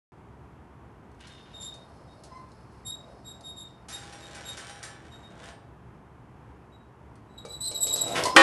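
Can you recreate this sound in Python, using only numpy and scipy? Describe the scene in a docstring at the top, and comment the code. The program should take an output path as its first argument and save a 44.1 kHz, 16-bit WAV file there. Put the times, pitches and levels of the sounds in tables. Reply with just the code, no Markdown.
"""A timber bell loft, the microphone a few metres from the bell, a dull outdoor hush all round.
A wire slowly draws aside the wooden arm of a clapper catch. Its dry iron pivot squeals in short slips
and the clapper scrapes over the bronze lip. Then it is let go: the arm swings off with a rattle,
the clapper falls on the upturned bell, and the frame shudders as the bronze rings."""
import sys
import numpy as np
from scipy import signal
from scipy.fft import rfft, irfft, next_fast_len
from scipy.io import wavfile

SR = 44100
rng = np.random.default_rng(int(sys.argv[2]) if len(sys.argv) > 2 else 0)


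def pcm_store(signal):
    """Save signal as 16-bit PCM."""
    levels = np.round(np.clip(np.atleast_2d(signal), -1, 1) * 32767)
    wavfile.write(sys.argv[1], SR, levels.astype(np.int16).T)


N = 371322
TIME = np.arange(N) / SR
PULL_S, STRIKE_S = 1.203, 8.3635   # the wire takes the load; the clapper lands


def from_db(db):
    """Decibels to gain."""
    return 10 ** (np.asarray(db) / 20)


def unit_power(x):
    """Scale to an RMS of 1."""
    return x / np.sqrt(np.mean(x ** 2) + 1e-20)


def at_hz(points, hz):
    """Read a table on a log-frequency axis."""
    freqs, values = np.transpose(points)
    return np.interp(np.log(hz + 1e-9), np.log(freqs), values)


def coloured(x, spectrum):
    """Give a steady excitation a spectrum that falls away below its first point; unit power."""
    size = next_fast_len(N)
    hz = np.arange(size // 2 + 1) * SR / size
    gain = from_db(at_hz(spectrum, hz)) * np.minimum(hz / spectrum[0][0], 1) ** 2
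    return unit_power(irfft(rfft(x, size) * gain, size)[:N])


def drift(rate_hz, size=N):
    """A smooth random wander with a spread of about 1."""
    r = np.exp(-2 * np.pi * rate_hz / SR)
    smooth = signal.lfilter([1], [1, -2 * r, r * r], rng.standard_normal(size + SR // 2))
    return unit_power(smooth[SR // 4:])[-size:]


def resonate(x, hz, width):
    """A resonance with gain 1 at its peak."""
    r, w = np.exp(-np.pi * width / SR), 2 * np.pi * hz / SR
    return signal.lfilter(np.array([1, 0, -1]) * (1 - r * r) / 2, [1, -2 * r * np.cos(w), r * r], x + 1e-18)


def ring(force, hz, t60):
    """A mode that a unit click sets ringing with height 1."""
    r, w = from_db(-60 / (t60 * SR)), 2 * np.pi * hz / SR
    return signal.lfilter([0, np.sin(w)], [1, -2 * r * np.cos(w), r * r], force + 1e-18)


def grains(per_s, spread_db):
    """Tiny slips of uneven size at random moments."""
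    impulses = (rng.random(N) < per_s / SR) * rng.choice([-1, 1], N)
    return impulses * from_db(spread_db * np.clip(rng.standard_normal(N), -2, 2))


def clicks(rows):
    """Single clicks from rows of (time [s], level [dB])."""
    s, db = np.transpose(rows)
    return np.bincount((s * SR).astype(int), from_db(db), N)[:N]


def decay(s, fade_s):
    """Jumps to 1 at time s, then falls by a factor e every fade_s."""
    out = np.zeros(N)
    add(out, s, np.exp(-TIME[:int(20 * fade_s * SR)] / fade_s))
    return out


def envelope(s, attack, hold, release):
    """Grows to 1 at time s, holds, then dies; attack and release are seconds for a factor e."""
    return np.exp(np.minimum(TIME - s, 0) / attack - np.maximum(TIME - s - hold, 0) / release) + 1e-18


def add(track, s, sound):
    """Mix a sound in at time s."""
    start = int(s * SR)
    track[start:start + len(sound)] += sound[:N - start]


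# Outdoor air as heard inside the loft: (frequency [Hz], relative level [dB])
HUSH_COLOUR = [(15, -52), (25, -35), (52, -10.5), (70, -1.5), (86, -7.5), (124, -5.5), (291, -11),
               (407, -12), (555, -18.5), (615, -17.5), (954, -15), (3300, -38.5), (3560, -41.5),
               (3950, -45), (12000, -51.5), (15600, -74), (22000, -120)]
# Low resonances of the tower: (frequency [Hz], width [Hz], relative level [dB])
TOWER_MODES = [(65.2, 7.3, -59), (119.3, 11.3, -55)]
def hush():
    """Dull outdoor noise all round the microphone, booming a little in the tower."""
    air = from_db(-51.63) * coloured(rng.standard_normal(N), HUSH_COLOUR)
    boom = sum(from_db(db) * unit_power(resonate(rng.standard_normal(N), hz, width))
               for hz, width, db in TOWER_MODES)
    return (air + from_db(-3) * boom) * from_db(.5 * drift(1.6))


# Reverberation among the beams: (frequency [Hz], time to fall 60 dB [s])
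LOFT_DECAY = [(100, 0.66), (1000, 0.35), (4000, 0.41), (8000, 0.22), (12000, 0.17)]
def loft(x, direct_db):
    """The microphone hears the direct sound and a dense tail off the beams, treble dying first."""
    age = TIME[:SR * 3 // 4]
    noise, hz = rfft(rng.standard_normal(len(age))), np.fft.rfftfreq(len(age), 1 / SR)
    edges = np.append(0, np.geomspace(180, SR / 2, 12))
    tail = 0
    for low, high in zip(edges, edges[1:]):
        band = irfft(noise * (hz >= low) * (hz < high), len(age))
        fall = from_db(-60 * age / at_hz(LOFT_DECAY, (low + high) / 2))
        tail = tail + band * fall / np.linalg.norm(fall)
    direct = from_db(direct_db)
    return (direct * x + signal.fftconvolve(x, tail)[:N]) / np.hypot(direct, 1)


# Groans of the timber bearing: (peak time [s], level [dB], swell and fade time [s])
BEARING_GROANS = [(1.83, -58, 0.27), (2.25, -56, .11), (3.08, -55.5, .11), (3.41, -63, 0.065),
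                  (4.4, -56.5, .7), (5.42, -51, 0.11)]
def bearing():
    """Slow slips in the timber bearing swell and fade through a low wooden resonance."""
    load = sum(from_db(db) * envelope(s, attack=fade, hold=0, release=fade)
               for s, db, fade in BEARING_GROANS)
    slips = grains(per_s=460, spread_db=3.5)
    hz, width = 590, 450
    return load * unit_power(resonate(resonate(slips, hz, width), hz, width))


# Crackle of strained wood: (frequency [Hz], relative level [dB])
FIBRE_COLOUR = [(900, -24), (1600, 1), (2400, -3), (3050, 1), (3800, -4), (7500, -20), (11000, -51)]
def creak():
    """Wood fibres slip in a soft crackle as the arm first takes the load."""
    load = from_db(-55) * envelope(PULL_S, attack=.004, hold=.1, release=.2)
    return load * coloured(grains(per_s=330, spread_db=2.5), FIBRE_COLOUR)


# Resonances of the wire and hook: (frequency [Hz], width [Hz], gain [dB])
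IRON_MODES = [(3200, 62, -14), (4310, 210, 2.5), (5130, 10, 8), (8200, 230, 3), (10900, 160, -2)]
def ironwork(x):
    """Contact noise together with the resonances it wakes in the iron."""
    return x + sum(from_db(db) * resonate(x, hz, width) for hz, width, db in IRON_MODES)


# Small hard contacts: (frequency [Hz], relative level [dB])
CONTACT_COLOUR = [(300, -15), (900, -12.5), (2900, -2), (5000, 4.5), (8000, -2), (11100, -4), (11900, -30)]
def chatter(rows, snap):
    """Each contact is a sharp touch followed by a short burst of tiny bounces."""
    force = sum(from_db(db) * (decay(s, fade) + snap * decay(s, 0.00039)) for s, db, fade, *_ in rows)
    return force * coloured(grains(per_s=9000, spread_db=3), CONTACT_COLOUR)


# Rubbing iron: (frequency [Hz], relative level [dB])
IRON_RUB_COLOUR = [(1500, -67), (3000, -2), (5200, 11), (6500, 0.5), (8000, -1), (9800, -2), (11100, 5),
                   (11700, -32)]
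# Short metallic clinks and bursts of rasp at the pivot's squeals:
# (time [s], relative level [dB], chatter fade [s])
CLINKS_AND_RASPS = [(1.115, -63, .004), (1.146, -65, .006), (1.207, -51, 0.0041), (1.271, -48.5, 0.01),
                    (1.32, -60, .015), (1.62, -50.5, .022), (1.74, -50.5, .012), (2.236, -49, 0.018),
                    (2.518, -58, 0.0046), (2.866, -53, .02), (3.408, -49.5, .005), (5.304, -59, .004),
                    (5.399, -69, .004), (7.156, -56.5, .003), (8.237, -22.5, 0.0059), (8.254, -26, .014)]
def rub_and_clinks():
    """The taut wire rubs, easing as the arm comes round; short clinks and rasps sound over it."""
    pull = envelope(PULL_S, attack=0.02, hold=2.5, release=0.16)
    rub_db = -71.5 - 1.5 * (TIME - PULL_S) + drift(18)
    rub = pull * from_db(rub_db) * coloured(grains(per_s=2200, spread_db=2.5), IRON_RUB_COLOUR)
    return ironwork(rub + from_db(-1.5) * chatter(CLINKS_AND_RASPS, snap=0.26))


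# Knocks of the wooden arm: (time [s], relative ring level [dB], relative crack level [dB])
ARM_KNOCKS = [(7.451, -32, -43.5), (7.714, -35, -36), (7.868, -32.5, -30.5), (7.96, -34.5, -30),
              (8.08, -36, -35.5)]
# Modes of the arm: (frequency [Hz], relative level [dB], time to fall 60 dB [s])
ARM_MODES = [(475, -0.5, 0.22), (523, 0.5, 0.14), (596, -3, 0.15), (812, 0, 0.068), (1188, -1.5, 0.13),
             (2296, -16.5, 0.16), (2470, -34, 0.055)]
def knocks():
    """Play in the arm is taken up with a soft crack and a short wooden ring."""
    wood = 0
    for hz, mode_db, t60 in ARM_MODES:
        taps = clicks([(s, db + mode_db + rng.standard_normal()) for s, db, _ in ARM_KNOCKS])
        wood = wood + ring(taps, hz, t60)
    force = sum(from_db(db) * decay(s, 0.013) for s, _, db in ARM_KNOCKS)
    crack = force * coloured(rng.standard_normal(N), CONTACT_COLOUR)
    return from_db(-7) * wood + from_db(-4) * ironwork(crack)


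# The swinging arm's low rumble and brighter rattle: (frequency [Hz], relative level [dB])
ARM_RUMBLE_COLOUR = [(100, -4.5), (170, -6.5), (320, -2.5), (700, 0), (1200, -10), (1700, -23.5),
                     (4000, -26.5)]
ARM_RATTLE_COLOUR = [(200, 2), (700, 0.5), (1800, 2.5), (3300, 0.5), (4200, -7), (5500, -6), (6500, -11.5),
                     (11100, -15), (11900, -43)]
def swing():
    """The freed arm rumbles and rattles louder as it gathers speed, and grazes its guide once."""
    speed = envelope(8.18, attack=.18, hold=0.11, release=0.011)
    graze = envelope(8.158, attack=0.0057, hold=0.03, release=0.02)
    rumble = from_db(-31.5) * speed * coloured(grains(per_s=1800, spread_db=2.5), ARM_RUMBLE_COLOUR)
    shaking = from_db(-45) * speed ** 1.3 + from_db(-28) * graze
    return rumble + shaking * coloured(grains(per_s=1800, spread_db=0.5), ARM_RATTLE_COLOUR)


# How hard the clapper drags over the lip: (time [s], relative level [dB])
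LIP_PRESSURE = [(3.881, -60), (4.151, -54), (4.38, -48), (4.7, -49.5), (4.95, -56), (5.28, -62.5),
                (5.49, -45), (5.55, -71), (5.62, -79)]
# It catches on the lip: (time [s], relative level [dB], chatter fade [s], relative ring level [dB])
LIP_CATCHES = [(3.885, -43.5, 0.096, -54), (4.126, -46.5, 0.01, -60), (4.35, -45, 0.018, -59),
               (4.485, -50, .015, -62), (4.571, -40.5, 0.031, -65), (4.696, -44.5, 0.015, -60),
               (4.829, -37.5, 0.024, -57), (5.481, -55, .014, -85)]
# Dull body and gritty edge of the scrape: (frequency [Hz], relative level [dB])
BODY_COLOUR = [(200, -18), (450, -1.5), (800, -5), (1700, 2.5), (2600, -8), (4000, -9.5), (8000, -65)]
GRIT_COLOUR = [(1000, -11), (2500, 3), (5500, -0.5), (6500, -2), (8000, -4), (11100, -11.5), (11900, -24)]
def scrape():
    """Iron drags over bronze in dense slips that follow the pressure, with a jolt at each catch."""
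    times, db = np.transpose(LIP_PRESSURE)
    pressure = from_db(np.interp(TIME, times, db, left=-np.inf, right=-np.inf))
    jolts = sum(from_db(peak_db) * decay(s, fade) for s, peak_db, fade, _ in LIP_CATCHES)
    force = from_db(-3) * pressure + from_db(-5.5) * jolts
    body = force * coloured(grains(per_s=3000, spread_db=6), BODY_COLOUR)
    sharpness = from_db(-1 - 6 * (TIME - times[0]))   # the edge dulls as the clapper slides on
    grit = pressure * sharpness * coloured(grains(per_s=1300, spread_db=11.5), GRIT_COLOUR)
    return (body + grit) * from_db(1.1 * drift(48)) + from_db(-2) * chatter(LIP_CATCHES, snap=0.5)


def slip(length, hz, harmonics_db, rough, wander, jitter, flutter, swell, rise=0):
    """A stick-slip tone that swells and lets go; a rough contact makes its cycles and strength uneven."""
    ramp_s = swell * length
    size = int((length + ramp_s) * SR)
    age = TIME[:size]
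    wobble = rough * (wander * drift(54, size) + jitter * drift(680, size))
    pitch = hz * (1 + rise * (age / length - .5) + wobble)
    phase = 2 * np.pi * np.cumsum(pitch) / SR
    tone = sum(from_db(db) * np.sin(k * phase) for k, db in enumerate(harmonics_db, 1))
    grip = np.clip(np.minimum(age, length + ramp_s - age) / ramp_s, 0, 1)
    flicker = unit_power(from_db(flutter * rough * np.tanh(drift(74, size))))
    return np.sqrt(2) * tone * grip * flicker


# Squeaks of the wooden joint: (time [s], length [s], pitch [Hz], level [dB], roughness [0-1])
JOINT_SLIPS = [(2.31, 0.064, 1032, -43.5, 0.34), (8.253, 0.018, 1011, -20, 0.7)]
# Their harmonics, from the fundamental up: (relative level [dB])
JOINT_HARMONICS = [0, -14, -32, -24, -25, -33, -37, -36]
def joint():
    """The wooden joint gives a reedy squeak, lower than the pivot's, that climbs a little."""
    out = np.zeros(N)
    for s, length, hz, db, rough in JOINT_SLIPS:
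        squeak = slip(length, hz, JOINT_HARMONICS, rough,
                      wander=0.025, jitter=0.022, flutter=3, swell=0.19, rise=0.018)
        add(out, s, from_db(db) * squeak)
    return out


# Slips of the iron pivot; bite is the 2nd harmonic against the fundamental:
# (time [s], length [s], pitch [Hz], relative level [dB], bite [dB], roughness [0-1])
PIVOT_SLIPS = [ (1.295, 0.095, 3650, -53, -32, 0.4), (1.536, 0.054, 3700, -41.5, -17, 0.43),
               (1.599, 0.067, 3644, -40.5, -2, 0.66), (1.658, 0.044, 3716, -37, -24, 0.33),
               (2.074, .056, 3740, -66, -23, .4), (2.852, .057, 3756, -39.5, 4, 0.3),
               (2.906, 0.026, 3795, -35, -30, 0.3), (3.248, .066, 3770, -43, -4, 0.38),
               (3.43, .074, 3739, -43.5, -6, .35), (3.562, 0.061, 3740, -44, -3.5, 0.67),
               (3.646, 0.045, 3690, -52.5, -22, 0.32), (3.925, 0.029, 3743, -38.5, 1, 0.3),
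               (4.19, 0.088, 3740, -53, -6, 0.54), (4.45, 0.056, 3745, -40, -1.5, 0.25),
               (5.111, 0.055, 3755, -50.5, -10, 0.13), (5.226, .036, 3740, -53.5, -14, 0.2),
               (6.721, .038, 3820, -60.5, -13, 0.3), (7.274, 0.12, 3930, -68, -9, .8),
               (7.379, 0.015, 3903, -39.5, -12.5, 0.9), (7.48, 0.076, 3940, -40, -5.5, 0.5),
               (7.605, .03, 3927, -34, 2, 0.52), (7.63, 0.053, 4083, -29.5, -1.5, 0.69),
               (7.672, 0.024, 3857, -33, 1, .3), (7.745, 0.037, 3866, -30, -1, 0.48),
               (7.807, 0.021, 3920, -32.5, 8, 0.64), (7.829, 0.015, 3860, -25, 8, 0.61),
               (7.86, 0.058, 3860, -31, -1, 0.81), (7.928, 0.019, 3885, -24.5, 5.5, .6),
               (7.956, 0.059, 3915, -31, -7, 0.84), (8.013, .011, 3885, -26, 7.5, 0.63),
               (8.03, 0.042, 3820, -34, -20, 0.46), (8.10, .033, 3860, -36, -2, 1.0)]
def pivot():
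    """The dry pivot squeals on one high mode; a harder bite brings stronger harmonics and more rasp."""
    squeals, rubbing = np.zeros(N), np.zeros(N)
    lead_s = .004   # the tone starts just ahead of its rasp
    for s, length, hz, db, bite_db, rough in PIVOT_SLIPS:
        third_db = -7.5 + 0.91 * bite_db - 0.0308 * max(hz - 3700, 0)   # weaker on the highest slips
        tone = slip(length, hz, [0, bite_db, third_db], rough,
                    wander=0.00983, jitter=0.023, flutter=4, swell=0.33)
        add(squeals, s - lead_s, from_db(db - 2.7) * tone)
        rasp_db = db - 22.5 + 0.34 * bite_db
        add(rubbing, s, from_db(rasp_db) * np.sqrt(np.hanning(int(length * SR))))
    rasp = rubbing * coloured(grains(per_s=1700, spread_db=-9.5), IRON_RUB_COLOUR)
    return squeals + ironwork(rasp)


# Thud of the bell frame: (frequency [Hz], relative level [dB])
FRAME_COLOUR = [(120, -21), (180, -19), (245, 2.5), (350, -2), (700, -3), (1200, -7), (1700, -32)]
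def frame():
    """The timber frame shudders under the blow."""
    shudder = from_db(-20.5) * envelope(STRIKE_S, attack=0.0083, hold=0, release=0.24)
    return shudder * coloured(rng.standard_normal(N), FRAME_COLOUR)


# Impact of the clapper: (frequency [Hz], relative level [dB])
IMPACT_COLOUR = [(130, -35), (200, -35), (400, -10.5), (1400, 4), (2500, -3.5), (4000, -11), (7000, -18),
                 (9000, -16.5), (12000, -40)]
def clapper():
    """Iron crashes on bronze: a hard crack, then a short wash of noise."""
    force = from_db(-6) * decay(STRIKE_S, 0.0078) + from_db(-13.5) * decay(STRIKE_S, 0.088)
    return force * coloured(rng.standard_normal(N), IMPACT_COLOUR)


# Partials of the bell: (frequency [Hz], gain when struck [dB], gain when touched on the lip [dB])
BELL_PARTIALS = [(331.6, -4.5, -10.5), (539.5, -2, -15.5), (810, -4.5, -1.5), (1126, -2.5, -14),
                 (1484, -5, -13), (1733, -14, -14), (1839, 1, -20), (2210, -28, -37), (2280, -27, -10),
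                 (2410, -6.5, -22), (2643, -12, -14), (3083, -11, -13), (3080, -13, -15), (3495, -12, -8),
                 (3850, -14, -12), (4170, -12.5, -20), (4750, -17, -11), (5260, -36, -11.5),
                 (5641, -24, -3), (6000, -33, -12.5), (6300, -40, -19), (6920, -22, -22), (7105, -30, -24),
                 (7400, -34, -3), (8360, -40, -2), (8740, -40, 1), (9540, -41, -2), (10800, -42, -3)]
def bell(dragging):
    """The partials ring briefly while the clapper rests on the lip, and long after its free blow."""
    lip = clicks([(s, ring_db) for s, _, _, ring_db in LIP_CATCHES]) + from_db(-43.5) * dragging
    blow = clicks([(STRIKE_S, -14)])
    out = 0
    for hz, struck_db, touched_db in BELL_PARTIALS:
        damped = from_db(touched_db) * ring(lip, hz, t60=1.18 * (1000 / hz) ** 0.55)
        free = from_db(struck_db) * ring(blow, hz, t60=5.2)
        out = out + rng.choice([-1, 1]) * (damped + free)
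    return out


def scene():
    """One microphone a few metres off: the catch sounds roomy, the blow more direct, the bell dry."""
    dragging = scrape()
    squeals = loft(pivot() + joint(), direct_db=1.5)
    mechanism = rub_and_clinks() + creak() + dragging + bearing() + knocks() + swing() + frame()
    mechanism = loft(mechanism, direct_db=1.5)
    stroke = loft(clapper(), direct_db=11) + bell(dragging)
    return (squeals + mechanism + stroke + hush())[None]


def record(dry):
    """The recorder opens after a moment, rounds the highest peaks and cuts the top."""
    open_s, cutoff_hz = .12, 11950
    live = dry * (TIME > open_s)
    rounded = 1.146 * np.tanh(live / 1.151)
    return signal.sosfilt(signal.ellip(10, .1, 80, cutoff_hz, fs=SR, output="sos"), rounded)


dry = scene()
out = record(dry)
pcm_store(out)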